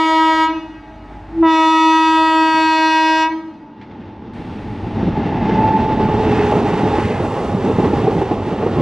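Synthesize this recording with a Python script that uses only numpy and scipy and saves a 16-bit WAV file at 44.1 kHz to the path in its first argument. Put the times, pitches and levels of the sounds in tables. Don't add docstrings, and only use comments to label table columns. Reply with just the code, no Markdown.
import sys
import numpy as np
from scipy import signal
from scipy.fft import rfft, irfft, next_fast_len
from scipy.io import wavfile
from scipy.ndimage import uniform_filter1d, minimum_filter1d, map_coordinates

SR = 44100
rng = np.random.default_rng(int(sys.argv[2]) if len(sys.argv) > 2 else 0)


def dump_mix(stems):
    frames = np.atleast_2d(stems).T
    limited = np.clip(frames, -1, 1)
    pcm = np.round(limited * 32767).astype(np.int16)
    wavfile.write(sys.argv[1], SR, pcm)


N = 388521
T = np.arange(N) / SR
FREQS = np.maximum(np.fft.rfftfreq(N, 1 / SR), 1)
RELEASE_S = 0.1192
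ECHO_HZ = 319.6


def undb(db):
    return 10 ** (np.asarray(db) / 20)


def unit(x):
    return x / np.sqrt(np.mean(x ** 2) + 1e-18)


def since(s):
    return np.maximum(T - s, 0)


def curves(rows):
    s, *columns = np.transpose(rows)
    return [np.interp(T, s, c) for c in columns]


def during(rows, fade_s=.02):
    return np.clip(1 + np.minimum(T - rows[0][0], rows[-1][0] - T) / fade_s, 0, 1)


def hump(at_s, width_s):
    return 1 / (1 + ((T[::64] - at_s) / width_s) ** 2)


def sway(rate):
    return map_coordinates(rng.standard_normal(2048), [T[::64] * rate], order=3, mode="wrap")


def fine(control):
    return np.interp(T, T[::64], control)


def walk(rate):
    return fine(sway(rate))


def colour(points):
    hz, db = np.transpose(points)
    return undb(np.interp(np.log(FREQS), np.log(hz), db))


def resonance(hz, width_hz):
    return 1 / (1 + 1j * (FREQS / hz - hz / FREQS) * hz / width_hz)


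def bank(modes):
    return sum(undb(db) * np.abs(resonance(hz, width_hz)) ** 2 for hz, width_hz, db in modes)


def ringing(points):
    # pitch_hz, width_hz, boost_db above the spectrum
    rings = [(215, 62, 1.5), (432, 23, 4.5), (838.5, 137.4, 12.5), (1903, 330, 3.5), (2716, 130, 5.5),
             (3570, 290, 3.5)]
    boost_db = sum(db * np.abs(resonance(hz, width_hz)) ** 2 for hz, width_hz, db in rings)
    return colour(points) * undb(boost_db)


def shaped(x, response):
    size = next_fast_len(N + SR // 10, real=True)
    gain = np.interp(np.fft.rfftfreq(size, 1 / SR), FREQS, response)
    return unit(irfft(rfft(x, size) * gain, size)[:N])


def noise(response):
    return shaped(rng.standard_normal(N), response)


def played(x, speed):
    return map_coordinates(x, [np.cumsum(speed) - speed[0]], order=1, mode="mirror")


def doppler(passes_s, turn_s, share):
    past_s = T - passes_s
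    return 1 - share * past_s / np.hypot(past_s, turn_s)


def horn():
    # opens_s, closes_s, level_db, bell_level_db, bell_rings_on_s, bell_beat_hz, echo_db, echo_t60_s
    valve_times = [(-.5, 0.443, -12, -16.5, 0.112, 15.4, 2, 2.64),
                   (1.424, 3.226, -14, -15.5, 0.1644, 7.74, 1.5, 1.63)]
    # multiple, level_db; the bell supplies multiple 1 itself
    first_timbre = [(1, -4), (2, -28.5), (3, -4), (4, -11), (5, -16), (6, -16), (7, -17.5), (8, -42.5),
                    (9, -22), (10, -23.5), (11, -24.5), (12, -32.5), (13, -28.5), (14, -36.5), (15, -30.5),
                    (16, -41.5), (17, -40), (18, -43), (19, -46.5), (20, -47.5), (21, -39.5), (22, -49.5),
                    (23, -40), (24, -48.5), (25, -48.5), (26, -51.5)]
    second_timbre = [(1, -2), (2, -15), (3, -1), (4, -2), (5, -12), (6, -13), (7, -21), (8, -12),
                     (9, -18.5), (10, -23), (11, -14.5), (12, -29.5), (13, -25.5), (14, -23.5), (15, -28.5),
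                     (16, -20), (17, -39.5), (18, -29.5), (19, -36.5), (20, -42.5), (21, -50), (22, -41.5),
                     (23, -39), (24, -47), (25, -47.5), (26, -48.5)]
    blasts = sum(blast(*row, timbre) for row, timbre in zip(valve_times, (first_timbre, second_timbre)))
    return blasts + shifted_echoes(sum(pressure(*row[:3]) for row in valve_times))


def blast(opens_s, closes_s, db, bell_db, rings_s, beat_hz, echo_db, echo_t60_s, timbre,
          rolloff_db=-1.1527, flicker_db=1.0, drift_db=1.61, jitter=0.00051, dip_flutter_db=0.18,
          ripple_db=0.6924):
    # time_s, pitch_hz
    held_pitch = [(0, 320.1), (.42, 319.6), (2.26, 320.2), (2.6, 318.8), (2.9, 318), (3.22, 318.6)]
    # harmonic, time_s, depth_db, half_width_s
    fades = [(5, 0.041, 9, 0.15), (14, 0.35, 3.5, 0.15), (2, 1.95, 11.5, 0.33), (4, 1.53, 5, 0.07),
             (4, 3.225, 22.5, 0.575), (5, 1.786, 33, 0.147), (7, 2.28, 23.5, 0.13), (8, 1.43, 5.5, 0.28),
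             (10, 1.63, 8, 0.15), (10, 2.93, 6, 0.25), (11, 2.536, 8, 0.45), (12, 2.38, 11, 0.033),
             (13, 2.48, 19, 0.081), (14, 1.59, 12.5, 0.22), (15, 1.57, 3.5, 0.2), (15, 2.9, 1, 0.33),
             (16, 1.82, 15, 0.46), (16, 2.45, 20.5, 0.3), (17, 2.27, 8.5, 0.03), (18, 2.33, 12.5, 0.22),
             (18, 1.2, 17, 0.12)]
    # time_s, level_db relative to the full note
    horn_air = [(0, -50), (1.5, -50), (2.3, -46), (2.7, -40), (3.2, -38)]
    # frequency_hz, level_db
    air_colour = [(400, -30), (650, -18), (950, -8), (1400, -8), (2300, -8), (3000, -4), (5000, -8),
                  (8000, -15), (11000, -25), (15000, -41)]
    onset_sharp_hz, settle_s, onset_dull_db, brighten_s = 9.5, 0.05092, 3, 0.0367
    release_sharp_hz, release_dull_db = 4.77, 2
    onset_octave_db, onset_octave_s = 12.5, 0.082

    age = since(opens_s)
    drained = np.minimum(since(closes_s) / RELEASE_S, 3)
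    hz = curves(held_pitch)[0] + onset_sharp_hz * np.exp(-age / settle_s)
    hz = hz + release_sharp_hz * np.minimum(drained, 1)
    dull_db = -onset_dull_db * np.exp(-age / brighten_s) - release_dull_db * drained
    loudness = pressure(opens_s, closes_s, db)
    phase = 2 * np.pi * np.cumsum(hz * (1 + jitter * walk(60))) / SR
    stack = 0
    arrival = rng.uniform(0, 2 * np.pi, size=45)
    for k in range(2, 45):
        own_db = timbre[min(k, len(timbre)) - 1][1] + rolloff_db * max(k - len(timbre), 0)
        fade_db = sum(depth * hump(s, width) for harmonic, s, depth, width in fades
                      if round(harmonic) == k and opens_s < s < closes_s)
        waver_db = min(k / 12, 1.6) * (drift_db * sway(3.034) + flicker_db * sway(21.93))
        dip = np.clip((k == 2) + fade_db / 20, 0, 1)
        waver_db = waver_db + (ripple_db + dip_flutter_db * dip) * sway(20)
        own_db = own_db + (k == 2) * onset_octave_db * np.exp(-age[::64] / onset_octave_s)
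        level_db = own_db + dull_db[::64] * (k - 2.5) - fade_db + waver_db
        stack = stack + fine(undb(level_db)) * np.sin(k * phase + arrival[k])
    air = undb(curves(horn_air)[0] + 6.6 * dull_db) * noise(colour(air_colour))
    lowest = bell(phase, opens_s, closes_s, bell_db, rings_s, beat_hz)
    direct = loudness * (np.sqrt(2) * stack + air) + np.sqrt(2) * lowest
    return direct + undb(echo_db) * echo(loudness, echo_t60_s)


def pressure(opens_s, closes_s, db):
    attack_s, release_db = 0.0056, 19
    drained = np.minimum(since(closes_s) / RELEASE_S, 3)
    return np.minimum(since(opens_s) / attack_s, 1) * undb(db - release_db * drained ** 2)


def bell(phase, opens_s, closes_s, db, rings_s, beat_hz, waver_db=1.0, beat_share=0.52):
    lag_s, build_db_per_s, overshoot_db, settle_s = 0.0074, 250, 8.5, 0.037
    sag_db_per_s, decay_db_per_s = 3, 94.5
    side_hz, side_db, side_decay_db_per_s = 305.46, -21, 3

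    age, after = since(opens_s + lag_s), since(closes_s)
    held_db = db - build_db_per_s * np.maximum(opens_s + lag_s - T, 0) - sag_db_per_s * age
    own_db = overshoot_db * np.exp(-age / settle_s) - decay_db_per_s * since(closes_s + rings_s)
    near_echo = beat_share * np.sin(phase - 2 * np.pi * beat_hz * after)
    tone = (np.sin(phase) + near_echo) / (1 + beat_share)
    side_tone = np.sin(2 * np.pi * side_hz * T + walk(17.0))
    side = undb(side_db - side_decay_db_per_s * after) * side_tone
    return undb(held_db) * (undb(own_db + waver_db * walk(13)) * tone + side)


def echo(loudness, t60_s, scatter_hz=13, scatter_per_harmonic_hz=1.2, tilt_db=0.4047, near_share=0.886):
    # multiple, level_db before the tilt
    echo_timbre = [(2, -19), (3, -18), (4, -24), (5, -28), (6, -28.5), (7, -31), (8, -32.5), (9, -34.5),
                   (10, -44), (11, -42.5), (12, -46), (13, -44), (14, -50.5), (15, -49.5), (16, -57.5),
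                   (17, -60), (18, -59), (19, -56.5), (20, -63.5)]
    out = 0
    for k, (_, db) in enumerate(echo_timbre, 2):
        rate = scatter_hz + scatter_per_harmonic_hz * k
        phase = 2 * np.pi * k * ECHO_HZ * T
        scattered = walk(rate) * np.cos(phase) + walk(rate) * np.sin(phase)
        out = out + undb(db + tilt_db * (k - 8)) * scattered
    return lingering(loudness, t60_s, np.clip(near_share, 0, 1)) * out


def lingering(loudness, t60_s, near_share):
    first_s, near_s = .03, .13
    lag = T[:2 * SR:64]
    near = (lag > first_s) * np.exp(-(lag / near_s) ** 6)
    far = (lag > first_s) * np.exp(-2 * np.log(1000) * lag / t60_s)
    spread = near_share * near / near.sum() + (1 - near_share) * far / far.sum()
    power = np.pad(loudness[::64] ** 2, (len(lag) - 1, 0), "edge")
    return fine(np.sqrt(np.convolve(power, spread, "valid")))


def shifted_echoes(loudness, skirt_db=-27, skirt_t60_s=1.42, skirt_fall_db_per_percent=1.2, waver_db=5.5):
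    # pitch_hz, t60_s, then level_db of harmonics 1 to 5 re the note
    side_tones = [(289.3, 6.3, -36, -40, -36.5, -49, -52), (350.6, 0.44, -46, -45, -46, -48, -55.5)]
    # frequency_hz, relative density_db
    skirt_colour = [(200, -30), (320, 3), (640, 1), (960, 4), (1280, -7), (2600, -17), (3600, -23),
                    (5200, -32), (8000, -46), (14000, -72)]
    flat_percent = 100 * (1 - FREQS / ECHO_HZ / np.ceil(FREQS / ECHO_HZ))
    fall = undb(-skirt_fall_db_per_percent * flat_percent) * (flat_percent < 10)
    skirt = noise(colour(skirt_colour) * fall)
    out = undb(skirt_db) * lingering(loudness, skirt_t60_s, 0) * skirt
    for hz, t60_s, *levels_db in side_tones:
        tones = 0
        for k, db in enumerate(levels_db, 1):
            wavering = fine(undb(db + waver_db * sway(3.3)))
            tones = tones + wavering * np.sin(2 * np.pi * k * hz * T + walk(7.8))
        out = out + np.sqrt(2) * lingering(loudness, t60_s, 0) * tones
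    return out


def rolling(grit_db=0.76, throb_db=0.8965, flicker_db=0.6549):
    # frequency_hz, level_db
    roll_colour = [(22, -25.5), (38, -17.5), (52, -7), (70, -10.5), (100, 0), (140, -6), (220, 4.5),
                   (330, -2.5), (560, -10.5), (1120, -15.5), (1500, -23.5), (3000, -29), (6000, -44.5),
                   (9500, -50), (14000, -67)]
    # time_s, strength_db
    roll_level = [(3.55, -27.5), (3.76, -25), (4, -17.5), (4.25, -19.5), (4.5, -12), (4.8, -11.5),
                  (4.98, -5.5), (5.05, -4), (5.3, -2.5), (5.6, 1), (6.1, -1), (6.4, 2), (6.75, -1.27),
                  (7.03, 1.48), (7.18, -2.5), (7.35, -3.5), (7.55, -3.5), (7.85, 0), (8.12, -1), (8.42, -5),
                  (8.8, -2.5)]
    # from_hz, to_hz
    part_bands = [(20, 140), (140, 340), (340, 680), (680, 980), (980, 1400), (1400, 6000), (6000, 15000)]
    # level_db, follows (dB per dB of strength), extra_db beside the locomotive,
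    # extra_db beside the coaches, pitch_wander from wheel to wheel (fraction)
    part_levels = [(-22.5, 1.232, -3.5, -0.5, 0), (-19.5, 0.907, -2.5, -2.5, 0),
                   (-27, 0.944, 2.5, 6.5, .012), (-28.5, 1.242, -0.9, 1.8, .03), (-41, 0.66, 7.5, 10, .03),
                   (-36, 0.909, 2.7, 1, 0.000031), (-69.5, 1.1, 17.5, 15.5, 0)]
    loco_s, loco_width_s, coaches_s, handover_s = 6.634, 0.676, 6.85, 0.5178

    body = ringing(roll_colour)
    force = np.minimum(rng.exponential(size=len(T[::48])), 3.5)
    grains = np.interp(T, T[::48], undb(grit_db * force))
    contact = rng.standard_normal(N) * grains
    throb = throb_db * np.clip(walk(24), -1.5, 1.5)
    strength_db = curves(roll_level)[0]
    locomotive = np.exp(-((T - loco_s) / loco_width_s) ** 2)
    coaches = np.minimum(since(coaches_s) / handover_s, 1)
    out = 0
    for (lo, hi), (db, follows, loco_db, coach_db, wander) in zip(part_bands, part_levels):
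        band = 1 / np.sqrt((1 + (lo / FREQS) ** 16) * (1 + (FREQS / hi) ** 16))
        level_db = db + follows * strength_db + loco_db * locomotive + coach_db * coaches
        part = played(shaped(contact, body * band), 1 + wander * coaches * walk(6))
        out = out + undb(level_db + throb + flicker_db * walk(14)) * part
    return out * during(roll_level, fade_s=0.53)


def knocks(thud_db=0, clang_db=0, crack_db=-1, rise_s=0.00304, thud_t60_s=0.072, clang_t60_s=0.085,
           crack_t60_s=0.07, detune=.05):
    # start_s, scuff_length_s, then thud_db, clang_db, crack_db before the trims
    strikes = [(2.245, .02, -49, -59, -77.5), (2.334, 0.0165, -52, -58.5, -75),
               (2.54, 0.0113, -32, -61.5, -73), (4.391, .01, -25.5, -36, -58.5),
               (5.026, 0.0164, -14, -31.5, -46), (5.068, 0.0124, -12, -40.5, -50),
               (5.172, 0.0223, -17.5, -35.5, -51.5), (5.252, 0.0248, -17.5, -29.5, -40.5),
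               (5.412, 0.0084, -15, -28, -48), (5.489, 0.0074, -22, -17, -32),
               (5.599, .008, -16.5, -18.5, -44), (5.896, 0.0045, -14.5, -18, -42.5),
               (5.996, 0.0132, -20, -15.5, -48.5), (6.086, .004, -15.5, -14, -35.5),
               (6.517, .016, -21.5, -10.5, -43.5), (6.552, .012, -13.5, -15.5, -48.5),
               (6.73, 0.0109, -14, -20.5, -31.5), (6.832, 0.017, -13.5, -33, -42),
               (6.98, 0.00624, -12, -13, -38), (7.096, 0.011, -23, -17, -39),
               (7.196, 0.0102, -18, -19, -41.5), (7.545, .008, -13.5, -28, -47),
               (7.641, 0.0272, -15.5, -20.5, -50.5), (7.683, 0.02, -16.5, -13.5, -42.5),
               (7.782, 0.0207, -11.5, -13, -41), (7.838, 0.013, -20.5, -13, -34.5),
               (7.93, 0.0074, -18, -18.5, -36), (8.037, 0.0078, -14.5, -17.5, -45.5),
               (8.063, 0.0216, -20, -9, -37.5), (8.15, 0.026, -16.5, -20.5, -51.5),
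               (8.211, 0.0111, -28.5, -12.5, -41.5), (8.309, 0.0106, -16, -15.5, -45),
               (8.519, 0.0128, -23, -20, -41), (8.619, 0.0225, -23.5, -19, -39),
               (8.661, 0.0074, -18.5, -12, -39.5), (8.769, 0.05, -16.5, -22.5, -51),
               (8.794, 0.013, -12.5, -15, -41)]
    # pitch_hz, width_hz, level_db (pitch and width before detuning)
    thud_modes = [(112, 27, -11), (170.45, 17, 6.5), (221, 42, -4.5), (302.5, 57, 0.5)]
    clang_modes = [(393.5, 100, 7.5), (446.1, 48, 4), (609, 97, -11.5), (782.6, 190, -2.5), (1092, 84, -12),
                   (2720, 970, -43)]
    # frequency_hz, level_db (frequency before detuning)
    crack_colour = [(700, -25), (1400, 1.5), (2000, 1), (2900, -1), (4500, -13.5), (8000, -31.5),
                    (14000, -55.5)]
    out = np.zeros(N)
    age = T[:SR // 5]
    speeds = 1 + detune * rng.uniform(-1, 1, len(strikes))
    layers = ((bank(thud_modes), thud_db, thud_t60_s),
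              (bank(clang_modes), clang_db, clang_t60_s),
              (colour(crack_colour), crack_db, crack_t60_s))
    for layer, (response, trim_db, t60_s) in enumerate(layers):
        ring = noise(response)
        for (s, scuff_s, *levels_db), speed in zip(strikes, speeds):
            rise = 1 - np.exp(-(age / rise_s) ** 2)
            envelope = rise * np.exp(-np.log(1000) * np.maximum(age - scuff_s, 0) / t60_s)
            start = min(int(s * SR), N)
            rung = map_coordinates(ring, [start / 2 + speed * age * SR], order=1, mode="mirror")
            blow = unit(envelope * rung) * np.sqrt(np.mean(envelope ** 2))
            out[start:start + len(age)] += (undb(levels_db[layer] + trim_db) * blow)[:N - start]
    return out


def whine(width=45):
    # time_s, level_db, smear (0-1)
    whine_level = [(3.5, -47, 0.93), (4.6, -48, 0.54), (5.5, -27, 0.58), (5.6, -16, 0.56),
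                   (5.74, -14.5, 0.29), (5.82, -21.5, 0.08), (6.25, -25.5, 0.1), (7, -29.5, 1),
                   (7.3, -34, 0.85)]
    # multiple, level_db
    orders = [(1, 0), (2, -30), (3, -33.5)]
    pitch_hz, passes_s, turn_s, doppler_share = 844.1, 6.4, 0.28695, .04
    db, smear = curves(whine_level)
    smear = np.clip(smear, 0, 1)
    hz = pitch_hz * doppler(passes_s, turn_s, doppler_share)
    phase = 2 * np.pi * np.cumsum(hz) / SR
    out = 0
    for k, (_, order_db) in enumerate(orders, 1):
        swing = np.sqrt(2 * (1 - smear)) + np.sqrt(smear) * (walk(width) + 1j * walk(width))
        out = out + undb(order_db) * np.real(swing * np.exp(1j * k * phase))
    return out * undb(db) * during(whine_level, fade_s=0.13)


def drone(width=40):
    # time_s, pitch_hz, level_db
    motor_tone = [(5.9, 434.1, -42), (6.2, 432, -20.5), (6.5, 419.6, -19), (6.65, 416.7, -24.5),
                  (6.95, 419.5, -20.5), (7.2, 403.9, -34)]
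    hz, db = curves(motor_tone)
    swing = walk(width) + 1j * walk(width)
    tone = np.real(swing * np.exp(2j * np.pi * np.cumsum(hz) / SR))
    return tone * undb(db) * during(motor_tone, fade_s=.1)


def blowers(sweep=0.048, flutter_db=1.49):
    # abreast_s, level_db, width_s (standard deviation of the swell)
    grilles = [(5.5, -38, 0.273), (6.41, -34, 0.09), (7.06, -38, .19)]
    # pitch_hz, width_hz, level_db
    blower_modes = [(1370, 180, -6.5), (1723, 210, 6.5), (2049, 140, 6.5), (2510, 130, -13.5),
                    (2566, 130, 2.5)]
    out = 0
    for s, db, width_s in grilles:
        roar = played(noise(bank(blower_modes)), doppler(s, 3 * width_s, sweep))
        out = out + undb(db) * np.exp(-((T - s) / width_s) ** 2 / 2) * roar
    return out * undb(flutter_db * walk(45))


def rumble():
    # time_s, level_db
    rumble_level = [(3.6, -54.5), (4.2, -43.5), (4.8, -30.5), (5.15, -29.5), (5.4, -35.5), (6, -36),
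                    (6.1, -28), (6.35, -21.5), (6.45, -50)]
    # frequency_hz, level_db; nothing above the last frequency
    rumble_colour = [(20, -16), (40, -3), (70, -2.5), (105, 3), (160, -18), (400, -45.5)]
    tremble = noise(colour(rumble_colour) * (FREQS < rumble_colour[-1][0]))
    return undb(curves(rumble_level)[0]) * during(rumble_level, fade_s=0.26) * tremble


def hisses():
    # start_s, length_s, level_db, t60_s, upper_edge_hz
    ticks_and_hiss = [(3.815, 0.088, -42.5, 0.2, 6500), (3.912, 0.107, -49, 0.16, 5500),
                      (4.016, .1, -48, .12, 5000), (4.335, 0.633, -47, 56, 13100)]
    # frequency_hz, level_db
    hiss_colour = [(800, -2), (2000, 10), (4500, -5), (6500, -15.5), (11000, -23), (15000, -38.5)]
    out = 0
    for s, length_s, db, t60_s, edge_hz in ticks_and_hiss:
        decay = undb(db) * np.exp(-np.log(1000) * since(s) / t60_s)
        envelope = decay * during([(s,), (s + length_s,)], fade_s=0.004)
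        out = out + envelope * noise(colour(hiss_colour) / (1 + (FREQS / edge_hz) ** 6))
    return out


def far_train(roll_db=0, hum_db=-1.0, sing_db=-8, sing_hz=850, width=20):
    # frequency_hz, level_db
    far_colour = [(25, -21), (50, -4.5), (110, -5.5), (170, -10), (250, -7), (420, -15), (510, -25.5),
                  (640, -13.5), (860, -20.5), (1100, -20), (2000, -26.5), (3000, -35), (5000, -43.5),
                  (8000, -54), (14000, -70.5)]
    # pitch_hz, level_db before the swell and trim
    hum_tones = [(49.6, -5.5), (99.2, -12)]
    # time_s, boost_db
    hum_swell = [(0, 1), (1.4, 5), (1.6, -4), (2.3, 1), (3.1, -12)]
    # time_s, level_db
    far_level = [(0, -48), (.7, -42), (1.42, -35), (1.55, -46), (2.55, -43.5), (3.25, -46), (3.6, -51.5)]
    hum = sum(undb(db + walk(9.4)) * np.sqrt(2) * np.sin(2 * np.pi * hz * T) for hz, db in hum_tones)
    roll = noise(ringing(far_colour)) * undb(walk(9.73))
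    sing = noise(bank([(sing_hz, width, 0)]))
    sound = undb(roll_db) * roll + undb(sing_db) * sing
    sound = sound + undb(hum_db + curves(hum_swell)[0]) * hum
    return undb(curves(far_level)[0]) * during(far_level, fade_s=0.112) * sound


def surroundings(x, t60_s=0.51, side_db=-26, bright_hz=1600):
    age = T[:SR // 3]
    tail = rng.standard_normal(len(age)) * np.exp(-np.log(1000) * age / t60_s)
    side = signal.fftconvolve(x, tail / np.linalg.norm(tail))[:N]
    side = signal.sosfilt(signal.butter(1, 130, "high", fs=SR, output="sos"), side)
    treble = np.diff(side, prepend=0) * SR / (2 * np.pi * bright_hz)
    return undb(side_db) * (side + treble)


def scene(right_db=1.03, lag_s=.00003):
    locomotive = whine() + drone() + blowers() + rumble()
    mid = horn() + far_train() + locomotive + rolling() + knocks() + hisses()
    abreast = np.clip(T - 5.1, 0, 1)
    side = surroundings(mid)
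    left = np.interp(T - lag_s * abreast, T, mid)
    return np.array([left * undb(-right_db * abreast / 2) + side,
                     mid * undb(right_db * abreast / 2) - side])


def record(dry):
    ceiling, top_hz = .74, 15600
    gain = ceiling / np.maximum(np.abs(dry).max(axis=0), ceiling)
    gain = minimum_filter1d(gain, size=800)
    gain = uniform_filter1d(uniform_filter1d(gain, size=400), size=400)
    return signal.sosfilt(signal.ellip(8, .2, 80, top_hz, fs=SR, output="sos"), dry * gain)


dry = scene()
out = record(dry)
dump_mix(out)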